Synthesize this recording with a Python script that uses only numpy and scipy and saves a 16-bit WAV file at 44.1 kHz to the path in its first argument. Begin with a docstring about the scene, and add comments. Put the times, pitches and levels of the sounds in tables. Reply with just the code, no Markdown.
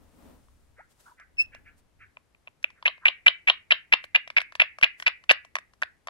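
"""Still air of a quiet, furnished room lasts throughout; hand shifts rumble early, brief rustles come now and then.
Close by on a carpet a pet parrot chuffs (noise through a throat resonance), peeps, whines and squeaks (whistles).
It pecks a small framed mirror four to five times a second, in ringing beak clicks and frame knocks,
with duller taps before, among and after the pecks.
Two close microphone ports hear it, the right one later and darker, with a diffuse room tail behind."""
import sys
import numpy as np
from scipy import signal
from scipy.fft import rfft, irfft, next_fast_len
from scipy.io import wavfile
from scipy.ndimage import uniform_filter1d, minimum_filter1d

SR = 44100
rng = np.random.default_rng(int(sys.argv[2]) if len(sys.argv) > 2 else 0)


def unload_audio(sound):
    """Save the sound as a 16-bit wav file, at the path given as the first command line argument."""
    columns = np.transpose(np.atleast_2d(sound))
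    # keep every value between -1 and 1, then stretch to whole-number steps
    steps = np.round(np.clip(columns, -1, 1) * 32767)
    wavfile.write(sys.argv[1], SR, steps.astype(np.int16))


N = 268701
TIME = np.arange(N) / SR
BRIEF = np.arange(2048) / SR  # clock of one short impact

# Still room air: pitch_hz, relative level_db per Hz
ROOM_AIR = [(25, -13.5), (70, -2.5), (130, -10.5), (280, -14.5), (800, -20), (2000, -25.5), (4000, -31),
            (9000, -35), (12000, -36), (15000, -57.5)]
# Hand shifts, before the port gain: middle_s, rumble level_db, brushing level_db, half_length_s
HAND_SHIFTS = [(0.026, -61.5, -62, 0.063), (0.266, -60, -54.5, 0.078), (0.56, -62.5, -74.5, 0.22),
               (1.567, -59.5, -68.5, 0.18), (2.027, -60.5, -81, 0.042)]
# Spectra of handling rumble, hand brushing and rustling: pitch_hz, relative level_db per Hz
RUMBLE_SPECTRUM = [(20, 1), (45, 0), (72, 5), (110, -2.5), (200, -23), (400, -69)]
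BRUSH_SPECTRUM = [(100, -26), (200, -6.5), (275, -0.5), (350, -13), (480, -11.5), (800, -16), (2000, -27),
                  (5000, -36)]
RUSTLE_SPECTRUM = [(1000, 2.5), (2500, -3), (6000, -2.5), (9000, 0), (12000, -6.5), (15000, -11)]
# Brief rustles, and the squeak's hiss, before the port gain: middle_s, level_db, half_length_s
BRIEF_RUSTLES = [(0.283, -73, 0.38), (0.915, -67, 0.012), (1.007, -63, 0.0062), (1.056, -66, 0.06),
                 (1.414, -56.5, 0.014), (1.789, -68, 0.013), (4.046, -58, 0.0063), (4.412, -59, 0.0086),
                 (5.008, -60, .017)]
# Dull taps on the frame: time_s, clack peak level_db, knock and tick level_db relative to the clack
FRAME_TAPS = [(0.485, -61, 6.5, -25), (1.199, -48.5, -2, -3.5), (1.5484, -35, -5.5, -12.5),
              (2.6282, -44.5, -25.5, -1), (2.7031, -40.5, -12, -17), (2.8266, -34.5, 0.5, -27.5),
              (2.9796, -47, -3.5, -30), (4.041, -26, -10.5, -28), (4.276, -29.5, -9.5, -15.5),
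              (4.3024, -24, -14.5, -25), (4.404, -19, -30, -40), (4.416, -21.5, -17, -20),
              (4.5227, -34.5, -7.5, -16), (4.553, -23.5, -10, -14.5), (4.7859, -31, 0, -9.5),
              (4.813, -25.5, -9.5, -16), (5, -25.5, -16, -11.5), (5.0244, -22.5, -15.5, -16.5),
              (5.2391, -40, -8.5, -13), (5.3136, -7.5, -16.5, -11.5), (5.4489, -39.5, -5, -9.5),
              (5.5548, -11.5, -10.5, -12.5), (5.566, -22.5, -2, -34), (5.586, -24.5, -12, -16.5),
              (5.7358, -50, -5, -5.5), (5.8195, -26.5, -4, -7), (5.833, -16.5, -12, -23.5),
              (6.0722, -25.5, -2.5, -9.5), (6.0843, -26.5, -1, -27)]
# A tap's dry body, and the tick of the beak tip: pitch_hz, relative level_db
CLACK_SPECTRUM = [(500, -43), (1100, -10.5), (1700, 8), (2500, 6.5), (3800, -1.5), (5200, -7),
                  (7000, -32.5), (9000, -37)]
TICK_SPECTRUM = [(2000, -37), (4200, 1.5), (5800, 13.5), (7300, 2.5), (9500, 3), (12000, -4.5),
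                 (15000, -38.5)]
# Modes of mirror and frame, damped by the carpet: nominal pitch_hz, nominal level_db, t60_s
FRAME_MODES = [(314, -7.5, 0.0099), (642, 0.5, 0.015), (1059.6, 1, 0.011)]
# Tiny rising peep: time_s, pitch_hz, fundamental level_db
PEEP_PATH = [(.782, 400, -62), (.797, 657, -47), (.81, 907, -47.5), (.822, 1034, -84)]
# Soft chuffs, and the squeak's breath, before a common trim: time_s, level_db, centre pitch_hz
CHUFF_CALLS = [(0.795, -55.5, 1650), (1.081, -57, 1160), (1.204, -53.5, 1710), (1.403, -57.5, 1900),
               (1.546, -52.5, 1990), (1.675, -55.5, 1880), (2.022, -53, 1840), (2.777, -66.5, 1614),
               (3.042, -52.5, 1280)]
# Faint whine that wavers and drops, before a 1 dB cut: time_s, pitch_hz, level_db
WHINE_PATH = [(1.045, 1366, -79), (1.065, 1394, -50), (1.09, 1434, -58), (1.108, 1130, -69),
              (1.122, 960, -45.5), (1.145, 940, -82)]
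# The squeak: time_s, pitch_hz, fundamental level_db
SQUEAK_PATH = [(1.37, 2680, -50), (1.377, 2690, -53), (1.386, 2590, -23), (1.402, 2570, -12.5),
               (1.42, 2658, -21.5), (1.432, 2610, -39.5), (1.462, 2703, -48)]
# Single beak clicks, soft to hard: time_s, ring level_db, ring pitch_hz,
# knock level_db relative to the ring, extra scrape level_db
SINGLE_CLICKS = [(2.171, -32.5, 2450, -9.5, -11.5), (2.349, -46.5, 2450, -14.5, 0),
                 (2.4745, -30.5, 2560, -11.5, -9), (2.4807, -35, 2570, -13, -12),
                 (2.6437, -6, 2540, -26.5, -3), (5.8250, -10, 1710, -20.5, 9.5)]
# Pecks: first contact time_s, last contact time_s, first, middle and last level_db,
# last ring pitch_hz, last knock level_db relative to the ring, extra scrape level_db
PECK_ROWS = [(2.8572, 2.879, -1.5, -11.5, -8.5, 3078, -16, 0),
             (3.0563, 3.0822, -0.5, -5, -1, 2878, -20, -8), (3.2646, 3.2809, 1, -3.5, 5.5, 3050, -24.5, 2),
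             (3.4751, 3.4995, -5, 1, 0.5, 3117, -18, 0), (3.709, 3.721, -3.5, -5.5, 0.5, 2875, -22.5, 4.5),
             (3.9251, 3.9366, 0, -15, 1.5, 2810, -15.5, 6.5),
             (4.1493, 4.159, -7.5, -7.5, 2, 2590, -26.5, 3),
             (4.368, 4.3817, -3.5, -8, -6.5, 2450, -23.5, 8.5),
             (4.6003, 4.6183, 2, -15, -1.5, 2650, -20, 5.5),
             (4.8291, 4.8427, -3, -1.5, -4.5, 2676, -23.5, 8.5), (5.0648, 5.0788, -7, -5, -4, 2600, -20, 8),
             (5.295, 5.3106, -5, 0.5, -4, 2980, -12, 9.5)]
# Two pecks shove the mirror against the floor: start_s, starting level_db, pitch_hz
FLOOR_THUMPS = [(3.938, -22.5, 300), (4.83, -15.5, 169)]
# Right port against the left: pitch_hz, level_db
RIGHT_PORT_SHADE = [(100, -3), (800, -4), (1600, 2), (2600, 0), (3500, -2), (5000, -9), (9000, -17),
                    (14000, -7)]
# Lead of the left port for sound from the mirror: pitch_hz, phase_radians
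MIRROR_PORT_PHASE = [(0, 0), (430, 0.1), (1380, 1.0), (2070, 3.2), (3100, 4.7), (3450, 5.6), (3700, 5.7),
                     (3960, 6.7), (4310, 6.4), (4740, 7.4)]
# Room tail: pitch_hz, t60_s
ROOM_DECAY = [(300, 0.078), (1100, 0.16), (2150, 0.33), (3300, 0.15), (5000, 0.16), (7000, 0.023),
              (14000, 0.051)]
# Room tail colour: pitch_hz, relative level_db
ROOM_TINT = [(200, 0), (700, 0.5), (1500, 7.5), (2400, -4), (3400, 4), (4800, 3), (7000, -7), (14000, 5)]

# Ring and knock as the beak lands; both move to the row's last values as it presses on
FIRST_HZ, FIRST_KNOCK_DB = 2341, -24.5
MIDDLE_SHARE, PRESS_POWER = 0.37, 2.2  # when the middle contact comes; how late the pressure builds
# Each contact chatters: gap between clicks, loss times the click's number squared
CHATTER_S, CHATTER_LOSS_DB = 0.0025, 3
SLIP_DB, SLIP_SCATTER_DB = -16, 4  # tiny slips, against the peck's mean level
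# The mirror rattles on after the last contact: mean gap, first level, loss a bounce
SETTLE_S, SETTLE_DB, SETTLE_LOSS_DB = 0.0064, -27, 4
TOP_HZ = 15800  # band limit


def amp(db):
    """Decibels to gain."""
    return 10 ** (np.asarray(db) / 20)


def unit(x):
    """Scale to rms 1."""
    return x / np.sqrt(np.mean(x ** 2) + 1e-20)


def crest(x):
    """Scale to an envelope peak of 1."""
    return x / np.abs(signal.hilbert(x)).max()


def along(points, hz):
    """Read (Hz, value) points on a log frequency axis."""
    f, values = np.transpose(points)
    return np.interp(np.log(hz + 1), np.log(f), values)


def filtered(x, response):
    """Multiply the spectrum of x by a complex response of frequency."""
    size = next_fast_len(N + SR // 2)
    spectrum = rfft(x, size) * response(np.fft.rfftfreq(size, 1 / SR))
    return irfft(spectrum, size)[..., :N]


def add(track, s, sound):
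    """Mix a sound into a track at time s."""
    part = track[max(round(s * SR), 0):][:len(sound)]
    part += sound[:len(part)]


def noise(spectrum):
    """Coloured noise of rms 1, unrelated at the two ports."""
    white = rng.standard_normal((2, N))
    return unit(filtered(white, lambda hz: amp(along(spectrum, hz))))


def swell(middle_s, half_length_s):
    """A bell-shaped rise and fall of level."""
    return np.exp(-0.5 * ((TIME - middle_s) / half_length_s) ** 2)


def background(floor_db=-69):
    """Steady room air, with swells of handling rumble, brushing and brief rustles."""
    rumble = sum(amp(db) * swell(s, length) for s, db, _, length in HAND_SHIFTS)
    brush = sum(amp(db) * swell(s, length) for s, _, db, length in HAND_SHIFTS)
    rustle = sum(amp(db) * swell(s, length) for s, db, length in BRIEF_RUSTLES)
    air = amp(floor_db) * noise(ROOM_AIR)
    air += rumble * noise(RUMBLE_SPECTRUM)
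    air += brush * noise(BRUSH_SPECTRUM)
    air += rustle * noise(RUSTLE_SPECTRUM)
    # each port shares a little of the other's air
    shared = air + 0.12 * air[::-1]
    # port gain: left 1.5 dB louder, right 1.5 dB softer
    return shared * amp([[1.5], [-1.5]])


def snap(spectrum, t60):
    """A decaying burst of grit through a causal minimum-phase colour, peak 1."""
    size = len(BRIEF)
    level = amp(along(spectrum, np.fft.rfftfreq(size, 1 / SR)))
    cepstrum = irfft(np.log(level))
    colour = np.exp(rfft(2 * cepstrum[:size // 2], size))
    grit = rng.standard_normal(size) * amp(-60 * BRIEF / t60)
    return crest(irfft(colour * rfft(grit)))


def knock(blow_db, scatter_db=3, detune=0.061, weight=0.189, even_db=-14):
    """The frame's modes, struck at a new spot each time; harder blows bring out the low ones. Peak 1."""
    tilt_db = weight * (even_db - blow_db)  # per octave
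    modes = np.zeros(len(BRIEF))
    for hz, db, t60 in FRAME_MODES:
        level_db = db + tilt_db * np.log2(hz) + scatter_db * rng.normal()
        struck_hz = hz * np.exp(detune * rng.normal())
        modes += amp(level_db - 60 * BRIEF / t60) * np.sin(2 * np.pi * struck_hz * BRIEF)
    onset = (1 - np.exp(-BRIEF / 0.0006)) ** 2
    return crest(np.gradient(modes * onset))  # a small body radiates its change of speed


def taps(lead_s=0.00047):
    """Blows on the frame: a dry clack, a knock and the tick of the beak tip."""
    out = np.zeros(N)
    for s, db, knock_db, tick_db in FRAME_TAPS:
        clack = snap(CLACK_SPECTRUM, t60=0.015)
        tick = amp(tick_db) * snap(TICK_SPECTRUM, t60=0.035)
        add(out, s - lead_s, amp(db) * (clack + tick + amp(knock_db) * knock(db)))
    return out


def whistle(path, harmonics_db, jitter):
    """A slightly unsteady whistle: a sine and its harmonics follow a path of pitch and level."""
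    s, path_hz, path_db = np.transpose(path)
    hz, db = np.interp(TIME, s, path_hz), np.interp(TIME, s, path_db)
    unsteady = 1 + jitter * unit(uniform_filter1d(rng.standard_normal(N), size=40))
    phase = 2 * np.pi * np.cumsum(hz * unsteady) / SR
    sounding = (TIME > s[0]) & (TIME < s[-1])
    tone = sum(amp(level) * np.sin(k * phase) for k, level in enumerate(harmonics_db, 1))
    return sounding * amp(db) * tone


def peep():
    """A tiny rising whistle with a strong second harmonic."""
    return whistle(PEEP_PATH, [0, -7], jitter=0.01)


def chuffs(rise_s=0.014, fall_s=0.021, octaves=0.51, trim_db=1):
    """Soft chuffs, and the squeak's breath: toneless noise through one resonance of the bird's throat."""
    out = np.zeros(N)
    t = np.arange(SR // 4) / SR - 1 / 8
    f = np.fft.rfftfreq(len(t), 1 / SR) + 1
    breath = np.exp(-0.5 * (t / np.where(t < 0, rise_s, fall_s)) ** 2)
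    for s, db, hz in CHUFF_CALLS:
        throat = 1 / (1 + (np.log2(f / hz) / octaves) ** 6)
        air = unit(irfft(rfft(rng.standard_normal(len(t))) * throat, len(t)))
        add(out, s + t[0], amp(db + trim_db) * air * breath)
    return out


def whine():
    """A faint single tone with a strongly wavering pitch."""
    return whistle(WHINE_PATH, [-1], jitter=0.04)


def squeak():
    """One short whistle with two weaker harmonics."""
    return whistle(SQUEAK_PATH, [0, -12, -34], jitter=0.0041)


def beak(hz, swell_s=0.00074, upper=1.193, upper_db=-15, edge_db=30, usual_hz=2500):
    """The hollow beak rings for a few cycles; the higher its pitch, the more its upper mode joins in."""
    u = BRIEF / swell_s
    upper_gain = amp(upper_db + edge_db * np.log2(hz / usual_hz))  # edge_db is per octave
    phase = 2 * np.pi * hz * BRIEF
    return (u * np.exp(1 - u)) ** 2 * (np.sin(phase) + upper_gain * np.sin(upper * phase))


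def contact(db, hz, knock_db, extra_db, scrape_db=-17, tick_db=-33, bright_hz=2500, tick_scatter_db=4):
    """One click of the beak: it rings, scrapes, ticks and knocks the frame; higher rings are grittier."""
    scrape_gain = amp(scrape_db + extra_db) * (hz / bright_hz) ** 2
    scrape = scrape_gain * snap(CLACK_SPECTRUM, t60=0.01)
    tick = amp(tick_db + tick_scatter_db * rng.normal()) * snap(TICK_SPECTRUM, t60=0.012)
    return amp(db) * (beak(hz) + scrape + tick + amp(knock_db) * knock(db))


def single_clicks(lead_s=0.00056, graze_s=0.002, graze_db=-14):
    """The beak grazes the mirror more softly, then clicks just once."""
    out = np.zeros(N)
    for s, db, hz, knock_db, extra_db in SINGLE_CLICKS:
        add(out, s - lead_s - graze_s, contact(db + graze_db, hz, knock_db, extra_db))
        add(out, s - lead_s, contact(db, hz, knock_db, extra_db))
    return out


def peck_clicks(first_db, middle_db, last_db, graze_s=0.0025, graze_db=-16, uneven=0.1, scatter_db=2.5):
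    """Clicks of one peck as (share of the way through, delay s, dB): graze, three chattering contacts, slips."""
    clicks = [(0, -graze_s, first_db + graze_db)]
    for share, db in [(0, first_db), (MIDDLE_SHARE, middle_db), (1, last_db)]:
        for k, (late, loud) in enumerate(rng.standard_normal(size=(3, 2))):
            delay = k * CHATTER_S * (1 + uneven * late)
            clicks.append((share, delay, db - CHATTER_LOSS_DB * k ** 2 + scatter_db * loud))
    slip_db = np.mean([first_db, middle_db, last_db]) + SLIP_DB
    for share in rng.uniform(size=12):
        clicks.append((share, 0, slip_db + SLIP_SCATTER_DB * rng.normal()))
    return clicks


def pecks(lead_s=0.0007, detune=0.035):
    """Rattles of hard beak contacts whose ring and knock shift as the beak presses on the mirror."""
    out = np.zeros(N)
    for first, last, first_db, middle_db, last_db, last_hz, last_knock_db, extra_db in PECK_ROWS:
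        for share, delay, db in peck_clicks(first_db, middle_db, last_db):
            press = share ** PRESS_POWER
            hz = (FIRST_HZ + press * (last_hz - FIRST_HZ)) * np.exp(detune * rng.normal())
            knock_db = FIRST_KNOCK_DB + press * (last_knock_db - FIRST_KNOCK_DB)
            s = first - lead_s + share * (last - first) + delay
            add(out, s, contact(db, hz, knock_db, extra_db))
    return out


def rattle(knock_db=-6, uneven=0.2):
    """After each peck in the table the mirror bounces three times, ever softer, as it settles."""
    out = np.zeros(N)
    for _, last, *_ in PECK_ROWS:
        for k, late in enumerate(rng.standard_normal(size=3)):
            db = SETTLE_DB - SETTLE_LOSS_DB * k
            bounce = snap(CLACK_SPECTRUM, t60=0.0053) + amp(knock_db) * knock(db)
            add(out, last + SETTLE_S * (k + 1 + uneven * late), amp(db) * bounce)
    return out


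def thumps(t60=0.0041):
    """Dead, low pushes through the carpet: sines that die within milliseconds."""
    out = np.zeros(N)
    for s, db, hz in FLOOR_THUMPS:
        add(out, s, amp(db - 60 * BRIEF / t60) * np.sin(2 * np.pi * hz * BRIEF))
    return out


def mirror_phase(hz, lag_s=0.00024):
    """Sound from the mirror bends round the microphone body; in the treble it simply comes late."""
    f, radians = np.transpose(MIRROR_PORT_PHASE)
    return np.interp(hz, f, radians) + 2 * np.pi * lag_s * np.maximum(hz - f[-1], 0)


def ports(x, phase):
    """The right port hears x later, by a phase that depends on frequency, and shaded in the treble."""
    right = filtered(x, lambda hz: amp(along(RIGHT_PORT_SHADE, hz)) * np.exp(-1j * phase(hz)))
    return np.array([x, right])


def room(x, onset_s=0.0025, build_s=0.0012):
    """Diffuse answer of the walls, from crossfaded noise tails that vary along the scene."""
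    out = np.zeros((2, N))
    step = SR // 4
    fade = np.sqrt(signal.windows.hann(2 * step))
    for start in range(0, N - step, step):
        hz, t, grains = signal.stft(rng.standard_normal((2, SR // 2)), SR, nperseg=256)
        decay_db = 60 * t / along(ROOM_DECAY, hz)[:, None]
        shape = amp(along(ROOM_TINT, hz)[:, None] - decay_db) * (1 - np.exp(-t / build_s))
        tail = signal.istft(grains * shape, SR, nperseg=256)[1]
        tail = tail / np.linalg.norm(tail[0])
        part = x[start:start + 2 * step]
        wet = signal.fftconvolve((part * fade[:len(part)])[None], tail, axes=1)
        for track, sound in zip(out, wet):
            add(track, start / SR + onset_s, sound)
    return out


def scene(call_lag_s=0.0002066, chuff_lag_s=0.000084):
    """Bird and mirror close by, the room behind them; the calls come from a spot nearer the middle."""
    frame = taps() + rattle() + thumps()
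    calls = peep() + whine() + squeak()
    breaths, singles, rattling_pecks = chuffs(), single_clicks(), pecks()
    # how much of each source reaches the walls
    to_walls = amp(-20) * rattling_pecks + amp(-25) * singles + amp(-23) * frame
    to_walls += amp(-27) * calls + amp(-13) * breaths
    mirror = ports(rattling_pecks + singles + frame, mirror_phase)
    bird = ports(calls, lambda hz: 2 * np.pi * hz * call_lag_s)
    bird += ports(breaths, lambda hz: 2 * np.pi * hz * chuff_lag_s)
    return background() + mirror + bird + room(to_walls)


def record(dry):
    """A fast look-ahead limiter holds peaks at full scale, then everything above the band limit is cut."""
    needed = 1 / np.maximum(np.abs(dry).max(axis=0), 1)
    held = minimum_filter1d(needed, size=121)
    gain = uniform_filter1d(uniform_filter1d(held, size=61), size=61)
    return filtered(dry * gain, lambda hz: hz < TOP_HZ)


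dry = scene()
out = record(dry)
unload_audio(out)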